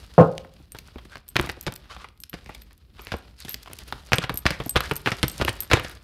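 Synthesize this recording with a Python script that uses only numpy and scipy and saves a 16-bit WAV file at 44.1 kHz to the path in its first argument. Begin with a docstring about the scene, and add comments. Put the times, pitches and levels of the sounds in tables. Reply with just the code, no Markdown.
"""In a small quiet room, a thick deck of cards is shuffled overhand above a cloth-covered table.
First the deck is knocked on the table, which rings; then packets slap as snaps with loose flutter.
Sliding cards are grainy noise over a low rumble; finger rings clink as high ringing tones, and
bracelet beads tick as tiny noise bursts. Echoing delays give the hits their room."""
import sys
import numpy as np
from scipy import signal
from scipy.fft import rfft, irfft
from scipy.io import wavfile

SR = 44100
rng = np.random.default_rng(int(sys.argv[2]) if len(sys.argv) > 2 else 0)


def wav_record(signal):
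    """Record a signal, one row per channel, as 16-bit PCM in the file named by sys.argv[1]."""
    frames = np.transpose(np.atleast_2d(signal))
    bounded = np.clip(frames, -1, 1)
    # unit amplitude maps onto the largest positive 16-bit level
    quanta = np.round(bounded * 32767).astype(np.int16)
    wavfile.write(sys.argv[1], SR, quanta)


N = 265967


def from_db(db):
    """Turn decibels into gain."""
    return 10 ** (np.asarray(db) / 20)


def rms_one(x):
    """Scale to an rms (average strength) of 1."""
    return x / np.sqrt(np.mean(x ** 2) + 1e-20)


def drift(rate_hz):
    """Slow random wander: noise through two equal one-pole low-passes, scaled to rms 1."""
    r = np.exp(-2 * np.pi * rate_hz / SR)
    settled = signal.lfilter([1], [1, -2 * r, r * r], rng.standard_normal(N + SR))[SR:]
    return rms_one(settled)


def ring(clicks, hz, t60):
    """Each click sets off a sine that falls by 60 dB in t60 seconds; a unit click starts it at height 1."""
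    r = from_db(-60 / (t60 * SR))
    w = 2 * np.pi * hz / SR
    return signal.lfilter([0, np.sin(w)], [1, -2 * r * np.cos(w), r * r], clicks + 1e-18)


def band(x, low_hz, high_hz):
    """Keep only the pitches between two limits (Butterworth band-pass)."""
    limits = [low_hz, min(high_hz, 0.45 * SR)]
    return signal.sosfilt(signal.butter(2, limits, "band", fs=SR, output="sos"), x)


def burst(white, low_hz, high_hz, t60):
    """A dying burst of band noise with a peak of 1."""
    fade = from_db(-60 * np.arange(len(white)) / SR / t60)
    x = band(white, low_hz, high_hz) * fade
    return x / np.abs(x).max()


def coloured(x, spectrum):
    """Shape the tone of a noise by a spectrum table, then scale to rms 1."""
    hz, db = np.transpose(spectrum)
    grid = np.maximum(np.arange(N // 2 + 1) * SR / N, 1)
    gain = from_db(np.interp(np.log(grid), np.log(hz), db))
    return rms_one(irfft(rfft(x) * gain, N))


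def grains(per_s, spread_db, smooth):
    """Tiny catches of card on card, uneven in size, over a smooth share of noise."""
    size_db = spread_db * np.minimum(rng.exponential(1, N), 3.5)
    sizes = from_db(size_db) * rng.choice([-1, 1], N)
    born = rng.random(N) < per_s * from_db(5 * drift(25)) / SR  # the catches come in clusters
    return rms_one(sizes * born) + smooth * rng.standard_normal(N)


def lumps(white, rate_hz, depth_db):
    """Uneven gain: loose cards touch and part again."""
    slow = signal.sosfilt(signal.butter(2, rate_hz, fs=SR, output="sos"), white)
    return from_db(depth_db * rms_one(slow))


def add(out, s, sound):
    """Mix a short sound in at time s."""
    at = round(s * SR)
    out[at:at + len(sound)] += sound[:N - at]


ROOM_T60_S, WALL_CUT_HZ, ROOM_DB = 0.46, 6700, -24  # fading time before the walls' dulling; dulling; level


def room(x):
    """Eight delays feed back into themselves, and each echo returns weaker and duller."""
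    out = np.zeros(N)
    dull = np.exp(-2 * np.pi * WALL_CUT_HZ / SR)
    lags = (rng.uniform(0.011, 0.03, 8) * SR).astype(int)
    for k, lag in enumerate(lags):
        loop = x.copy()
        gain, state = from_db(-60 * lag / SR / ROOM_T60_S), [0.]
        for i in range(lag, N, lag):  # one block is one trip round the loop
            back, state = signal.lfilter([gain * (1 - dull)], [1, -dull], loop[i - lag:i], zi=state)
            loop[i:i + lag] += back[:N - i]
        out += (loop - x) * (-1) ** k
    return out


# How busily the cards slide, low when the hands pause; before random swells: (time [s], level [dB])
SLIDE_LEVEL = [(0, -50), (.09, -58), (.22, -53.5), (.34, -61), (.63, -61.5), (.69, -69), (.76, -57),
               (1.17, -60.5), (1.24, -70.5), (1.42, -50.5), (1.6, -58), (1.85, -63), (2.05, -60),
               (2.14, -75.5), (2.3, -74.5), (2.38, -59), (2.6, -59.5), (2.74, -70), (2.93, -67),
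               (3.0, -55.5), (3.2, -58), (3.33, -63), (3.45, -57.5), (3.9, -52.5), (4.08, -56), (4.2, -59),
               (4.87, -47.5), (5.0, -51.5), (5.48, -44.5), (5.68, -55), (5.86, -49.5), (6.03, -61)]
# Tone of the hands' low rumble: (frequency [Hz], relative level [dB per Hz])
RUMBLE_TONE = [(15, -28), (30, -9.5), (55, 7), (110, -8), (220, -14), (450, -27.5), (900, -43.5)]
# Tone of card faces rubbing: (frequency [Hz], relative level [dB per Hz])
RUB_TONE = [(250, -12), (400, -0.5), (800, -5.5), (1300, -3), (2200, -7), (3500, -4), (5000, -3.5),
            (7000, -26), (10000, -29)]
# Tone of the bright card hiss: (frequency [Hz], relative level [dB per Hz])
HISS_TONE = [(2500, -14), (4500, 5.5), (6500, 7), (9000, 2.5), (12500, -1.5), (15000, -16.5), (16000, -5),
             (18000, -23)]
RUMBLE_DB, HISS_UNDER_RUB_DB = -49.5, -4.5  # at the mean rub level
RUMBLE_FOLLOWS, HISS_FOLLOWS = 0.4, 1.4  # share of the rub's swing in dB


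def sliding():
    """Rumble of the hands, and the grainy rub and hiss of card faces and edges."""
    rub_db = np.interp(np.arange(N) / SR, *np.transpose(SLIDE_LEVEL))
    swing_db = rub_db - rub_db.mean()
    rumble_db = RUMBLE_DB + RUMBLE_FOLLOWS * swing_db
    hiss_db = rub_db.mean() + HISS_UNDER_RUB_DB + HISS_FOLLOWS * swing_db
    stick = drift(30)  # stick and slip swells rub and hiss together
    wobble_db = 2.5 * drift(10)
    rumble = from_db(rumble_db + wobble_db) * coloured(rng.standard_normal(N), RUMBLE_TONE)
    rub_noise = coloured(grains(600, spread_db=6.0, smooth=1.1), RUB_TONE)
    hiss_noise = coloured(grains(330, spread_db=19.5, smooth=1.0), HISS_TONE)
    rub = from_db(rub_db + 3.1 * stick) * rub_noise
    hiss = from_db(hiss_db + 3.4 * stick) * hiss_noise
    return rumble + rub + hiss


# Card faces dragged over each other; lengths are held to 0.01-0.24 s:
# (start time [s], length [s], level [dB], card pitch [Hz])
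CARD_DRAGS = [(0.164, 0.088, -44, 2540), (0.943, 0.066, -66, 900), (1.095, 0.073, -49.5, 1510),
              (1.4, 0.097, -41, 1320), (1.885, 0.064, -42, 1250), (1.92, 0.054, -48, 1330),
              (1.968, 0.097, -49, 1220), (2.345, 0.075, -58, 1520), (2.414, .2, -56, 2290),
              (2.959, 0.088, -52, 1290), (3.009, 0.16, -52, 2180), (3.124, 0.11, -53.5, 1450),
              (3.363, 0.096, -48.5, 4350), (4.127, 0.027, -23, 1350), (4.207, 0.043, -34, 1410),
              (4.462, 0.14, -42, 1840), (4.76, 0.025, -23.5, 1320), (4.801, 0.094, -38, 1700),
              (5.071, 0.037, -32.5, 1610), (5.402, 0.036, -29, 1380), (5.473, 0.021, -26.5, 1750),
              (5.728, 0.063, -34, 1720), (5.765, 0.2, -45.5, 1600), (5.827, 0.021, -47, 9000)]


def drags():
    """Grainy friction over a wide band, leaning on the card's pitch, swells and fades smoothly."""
    out = np.zeros(N)
    noise = rng.standard_normal((len(CARD_DRAGS), 2, SR // 4))
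    for (s, length, db, hz), white in zip(CARD_DRAGS, noise):
        swell = np.hanning(int(np.clip(length, 0.01, 0.24) * SR))
        catches = white[0] * lumps(white[1], 890, depth_db=4.0)
        wide = rms_one(band(catches, 0.32 * hz, hz + 3500))
        lean = rms_one(band(catches, 0.82 * hz, 1.22 * hz))
        friction = (wide + 0.7 * lean)[:len(swell)]
        add(out, s, from_db(db) * swell * friction)
    return out


# Bracelet beads ticking against each other: (time [s], peak level [dB])
BEAD_TICKS = [(0.5382, -41), (.72, -26.5), (0.749, -35), (1.281, -27), (1.4123, -16), (1.4618, -26),
              (1.5164, -28), (1.611, -17), (1.628, -26), (1.6375, -38), (1.723, -25), (1.7388, -22),
              (1.761, -22), (2.215, -42), (2.237, -24), (2.298, -31.5), (2.7305, -37.5), (2.7784, -41),
              (3.0493, -28.5), (3.403, -24), (3.733, -17.5), (3.787, -23), (3.879, -32.5), (3.915, -41),
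              (4.3181, -42), (4.357, -25), (4.507, -20), (4.6832, -39), (4.806, -17), (4.914, -20),
              (4.9355, -29), (4.9573, -17), (5.017, -33), (5.281, -12.5), (5.449, -16.5), (5.529, -25),
              (5.5544, -35), (5.5664, -43), (5.797, -25), (5.896, -29), (5.915, -31)]


def beads():
    """Beads hit dryly: noise bursts that die in milliseconds, each with its own bright colour."""
    out = np.zeros(N)
    noise, hues = rng.standard_normal((len(BEAD_TICKS), SR // 50)), rng.random(len(BEAD_TICKS))
    for (s, peak_db), white, hue in zip(BEAD_TICKS, noise, hues):
        tick = burst(white, 3000 + 4000 * hue, 15300, 0.0057)
        add(out, s, from_db(peak_db) * tick)
    return out


# Jewellery clinks; low and middle are relative to the overall level and add to the ring levels below:
# (time [s], overall level [dB], low ring [dB], middle ring [dB])
JEWELLERY_CLINKS = [(0.7203, -32.5, 4, 13), (1.288, -26, 3, -29), (1.6107, -32, -34, -23),
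                    (1.634, -36, -31, -8), (1.756, -33, -22, -16), (2.2022, -30.5, -1, -12),
                    (2.2961, -27, -36, -27), (2.6188, -35, -22, -21.5), (3.018, -34.5, -18, -17),
                    (3.1666, -39.5, -5, 7), (3.4935, -17.5, -12, -26), (3.5084, -23, -17, -18),
                    (3.521, -27, -25, -28), (3.532, -25, -22, -26), (4.1568, -22, -2, 4),
                    (4.342, -20.5, -12, -11), (4.374, -11.5, -6, -1.5), (4.6615, -24.5, -14, -24),
                    (4.6943, -12, 8, -3), (4.9647, -16, -29, 3.5), (5.2813, -16.5, 3, -2),
                    (5.3153, -28, 6, -15), (5.6046, -11.5, -7, -4), (5.6327, -24, -20, 3)]
# Ringing tones of the metal, in the order high, low, middle:
# (frequency [Hz], level [dB], time to fall 60 dB [s])
METAL_RINGS = [(12890, -2.5, 0.02), (8160, -13.5, 0.073), (8780, -14.5, 0.04)]


def clinks():
    """Metal on metal: quick bounces strike three high modes of varied strength, damped by the skin."""
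    out = np.zeros(N)
    chances = rng.random((len(JEWELLERY_CLINKS), 2, 3))
    for (s, level_db, low_db, middle_db), luck in zip(JEWELLERY_CLINKS, chances):
        click = np.zeros(SR // 5)
        bounces = (luck[0] * 0.02 * SR).astype(int)
        click[bounces] = 0.35 * luck[1]
        click[0] = 1
        sound = from_db(4.0) * band(click, 2970, 15500)
        for (hz, db, t60), share_db in zip(METAL_RINGS, [0, low_db, middle_db]):
            # a quiet twin, slightly higher, beats against the tone and rings on
            twin = ring(click, hz * 1.003, 1.3 * t60)
            pair = ring(click, hz, t60) + from_db(-24) * twin
            sound = sound + from_db(db + share_db) * pair
        add(out, s, from_db(level_db) * sound)
    return out


# The deck's contacts with the table top: (time [s], blow strength [dB])
DECK_KNOCKS = [(0.1806, 0.5), (0.185, -12.5), (0.203, -5.5), (0.216, -37.5), (0.242, -29)]
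# Ringing tones of the table, before the cloth softens them:
# (frequency [Hz], level [dB], time to fall 60 dB [s])
TABLE_MODES = [(108, -24, .45), (162.2, -3.5, .26), (319, -32, 0.22), (438.4, -9.5, 0.14),
               (489, -15.5, 0.24), (535, -25, 0.46), (594, -10.5, .2), (652, -11.5, 0.16), (712, -6, 0.063),
               (816, -16, 0.081), (866, -24, .16), (1064, -19, .15), (1200, -32.5, 0.16), (1387, -22, .13)]
# Dull part of the knock, relative levels: (frequency [Hz], width [Hz], level [dB])
DULL_BODY = [(183.6, 180, -6), (547, 140, -2.5), (744, 230, -1), (1250, 200, -7.5)]


def knock():
    """The deck's edge lands in a few bounces; each rings the table modes and a dull body of noise."""
    at = [round(s * SR) for s, db in DECK_KNOCKS]
    blow_db = np.array(DECK_KNOCKS)[:, 1]
    clicks, table = np.zeros(N), 0
    for hz, db, t60 in TABLE_MODES:
        clicks[at] = from_db(blow_db + db)
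        table = table + ring(clicks, hz, t60)
    clicks[at] = from_db(blow_db)
    shake_fade = signal.lfilter([1], [1, -from_db(-60 / (0.17 * SR))], clicks)
    shake = shake_fade * rng.standard_normal(N)
    body = 0
    for hz, width, db in DULL_BODY:
        t60 = np.log(1000) / (np.pi * width)  # a wider tone dies faster
        body = body + from_db(db) * ring(shake, hz, t60)
    cloth = signal.butter(4, [115, 1300], "band", fs=SR, output="sos")  # the cloth softens the contact
    return signal.sosfilt(cloth, table + from_db(-25) * body)


FAINT_OVER_RUB_DB, FAINT_SPREAD_DB = 9, 18.5  # middle level over the rub; full range of levels
FAINT_PUSH_DB, FAINT_T60_S = -11, 0.075  # air push and flutter, as in the slap table


def faint_taps(count):
    """Stray cards touch at random moments, louder when the hands are busy; rows are like the slaps."""
    when, size, hue = rng.random((count, 3)).T
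    s = when * (N / SR - 0.01)
    rub_db = np.interp(s, *np.transpose(SLIDE_LEVEL))
    db = rub_db + FAINT_OVER_RUB_DB + FAINT_SPREAD_DB * (size - 0.5)
    hz = 1100 * 4 ** hue
    return [(a, b, c, FAINT_PUSH_DB, FAINT_T60_S) for a, b, c in zip(s, db, hz)]


# Card slaps and taps; push is relative to the snap, flutter times are held to 0.004-0.2 s:
# (time [s], snap peak level [dB], card pitch [Hz], air push [dB], flutter time to fall 60 dB [s])
CARD_SLAPS = [(0.38, -16.5, 3330, -23, .01), (0.448, -35, 830, -10, 0.02), (0.748, -31.5, 1040, -6, 0.072),
              (0.787, -19.5, 5470, -27, 0.018), (.6, -55, 900, 7, 0.012), (.884, -40, 1280, -14, 0.028),
              (0.958, -43, 1320, 12, 0.021), (0.984, -32, 1200, -24, .048),
              (1.053, -40.5, 1460, -1.5, 0.018), (1.156, -23.5, 1540, -20.5, 0.02),
              (1.17, -28, 1970, -14, 0.0099), (1.357, -12, 1530, -9.5, 0.066),
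              (1.366, -0.5, 2230, -45, 0.022), (1.391, -17, 2500, -5, 0.011),
              (1.397, -6.5, 1500, -13, 0.019), (1.44, -28, 900, -2, .025), (1.472, -26.5, 905, -7, 0.024),
              (1.492, -19.5, 2220, -12, 0.025), (1.497, -14, 1940, -21, 0.034),
              (1.571, -46, 800, 5.5, 0.014), (1.611, -38, 6010, -33, 0.026), (1.666, -15, 2680, -8.5, 0.06),
              (1.673, -20, 1220, -2.5, 0.016), (1.679, -19.5, 1490, -7, .04),
              (1.723, -30.5, 1430, -10, 0.044), (1.76, -29.5, 4900, -36, 0.022),
              (1.912, -36, 1170, -28, 0.033), (1.965, -28, 1200, -20, 0.038),
              (2.044, -28, 1180, -32, 0.049), (2.087, -35, 3340, -20, 0.01), (2.176, -45, 4470, -31, 0.014),
              (2.236, -21, 5600, -52, 0.019), (2.331, -25.5, 2040, -17, 0.022),
              (2.339, -26, 2150, -5, 0.064), (2.461, -31, 2230, -12, 0.012),
              (2.493, -29.5, 880, -6.5, 0.086), (2.548, -27.5, 4900, -23, 0.034),
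              (2.619, -34, 5000, -29, 0.021), (2.709, -43, 1920, -19, 0.026),
              (2.994, -30.5, 1180, -14.5, .032), (3.07, -20.5, 2420, -18.5, 0.0049),
              (3.119, -17, 1620, -10, 0.078), (3.139, -24.5, 1200, 3, 0.025), (3.403, -40, 4220, -39, .03),
              (3.449, -28.5, 3760, -9, 0.069), (3.482, -28.5, 3900, -11, 0.2),
              (3.543, -10, 5200, -31, 0.014), (3.631, -25.5, 5660, -41, 0.019),
              (3.66, -32, 1150, -32, 0.021), (3.675, -32, 1200, -27, 0.05), (3.7, -37, 2320, -2.5, .03),
              (3.713, -37, 1110, -8.5, 0.073), (3.732, -29.5, 3020, -12, 0.031),
              (3.789, -19, 5400, -32, 0.011), (3.817, -39, 1990, -6, 0.057),
              (3.925, -13, 1300, -22.5, 0.025), (4.12, -8.5, 1200, -15.5, 0.085),
              (4.133, 4.5, 2130, -21.5, 0.012), (4.184, -3.5, 3240, -18.5, 0.018),
              (4.239, -13, 1580, -15.5, 0.048), (4.243, -22, 1680, -34, 0.035),
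              (4.295, -11, 1250, -13, 0.045), (4.3, -21.5, 870, -5, 0.0088), (4.342, -36.5, 3380, 6, 0.027),
              (4.455, -14, 1620, -0.5, 0.21), (4.465, 0.5, 2000, -55, .034),
              (4.506, -10.5, 2120, -14, 0.033), (4.602, -19, 1070, -6, 0.074), (4.66, -39, 795, 12, .015),
              (4.752, -34, 990, 8.5, 0.069), (4.758, -6.5, 1240, -9, 0.054),
              (4.763, -3.5, 1530, -15.5, 0.073), (4.806, -12, 1480, -24, 0.04),
              (4.912, -9.5, 1350, -8, 0.042), (4.915, -19.5, 2150, -5, 0.016),
              (5.06, -10, 1830, -15.5, 0.059), (5.073, -7.5, 1460, -13.5, 0.064),
              (5.118, -11.5, 1900, -9, 0.066), (5.23, -1.5, 3450, -19, 0.021),
              (5.235, -9, 2080, -8.5, 0.053), (5.399, -25, 930, -0.5, 0.21), (5.414, -11, 1510, -7, 0.017),
              (5.449, -12, 3330, -11, 0.019), (5.482, -8, 1080, -16, 0.0093),
              (5.492, -9.5, 3030, -15, 0.041), (5.701, -25, 2150, -6.5, 0.14),
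              (5.714, -4.5, 1390, -15, 0.24), (5.734, 3, 2360, -14.5, 0.033), (5.771, -17, 1370, -7, 0.1),
              (5.797, -16.5, 1440, -21, 0.034), (5.847, -22.5, 2770, -9, 0.039)]
EDGE_TICK_DB, FLUTTER_DB = -15, -14.5  # relative to the snap, for a slap of 0 dB
TICK_LAG, FLUTTER_LAG = 0.24, 0.16  # dB lost against the snap for each dB that the slap is harder


def slaps():
    """Each slap: a snap at the card's pitch, an edge tick, a low push of air, then fluttering cards."""
    out = np.zeros(N)
    t = np.arange(SR // 8) / SR
    click = (t == 0) * 1.0
    rows = CARD_SLAPS + faint_taps(count=24)
    noise, luck = rng.standard_normal((len(rows), 4, len(t))), rng.random((len(rows), 2))
    for (s, peak_db, hz, push_db, t60), white, (second, heft) in zip(rows, noise, luck):
        tick_db = EDGE_TICK_DB - TICK_LAG * peak_db
        flutter_db = FLUTTER_DB - FLUTTER_LAG * peak_db
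        short, upper_hz = 4 / hz, hz * (1.6 + 1.4 * second)  # ring time [s]; second tone [Hz]

        two_tones = ring(click, hz, short) + 0.45 * ring(click, upper_hz, short)
        snap = band(two_tones, 0.6 * hz, 4.0 * hz)
        snap = snap / np.abs(snap).max()

        rise = np.minimum(t / 0.00092, 1)
        fade = from_db(flutter_db - 60 * t / np.clip(t60, 0.004, 0.2)) * rise
        catches = white[0] * lumps(white[3], 330, depth_db=2.0)
        wide = rms_one(band(catches, 0.29 * hz, min(2.1 * hz, hz + 3000)))
        modes = rms_one(ring(catches, hz, 3 * short)) + 0.7 * rms_one(ring(catches, upper_hz, 2 * short))
        flutter = (wide + 0.35 * modes) * fade

        tick = from_db(tick_db) * burst(white[1], 3800, 20000, 0.0013)
        push = ring(click, 55 + 110 * heft, 0.085) + 1.484 * burst(white[2], 39, 450, 0.051)
        add(out, s, from_db(peak_db) * (snap + flutter + tick + from_db(push_db) * push))
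    return out


def scene():
    """Hits sound into the room; the slide is heard close, without echoes."""
    hits = knock() + slaps() + drags() + clinks() + beads()
    return (hits + from_db(ROOM_DB) * room(hits) + sliding())[None]


# Microphone colour: (frequency [Hz], width [Hz], boost or cut [dB])
MIC_COLOUR = [(2660, 980, 1.5), (6960, 5400, -5.5), (16300, 5300, -5.5)]
CUTOFF_HZ = 17000


def record(dry):
    """Microphone colour and bass roll-off; the input squashes the loudest peaks; the top is cut."""
    for hz, width, db in MIC_COLOUR:
        peak = signal.lfilter(*signal.iirpeak(hz, hz / width, fs=SR), dry)
        dry = dry + (from_db(db) - 1) * peak
    dry = signal.sosfilt(signal.butter(2, 32, "high", fs=SR, output="sos"), dry)
    squashed = dry / (1 + np.abs(dry) ** 8) ** (1 / 8)
    return signal.sosfilt(signal.cheby2(14, 90, CUTOFF_HZ, fs=SR, output="sos"), squashed)


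dry = scene()
out = record(dry)
wav_record(out)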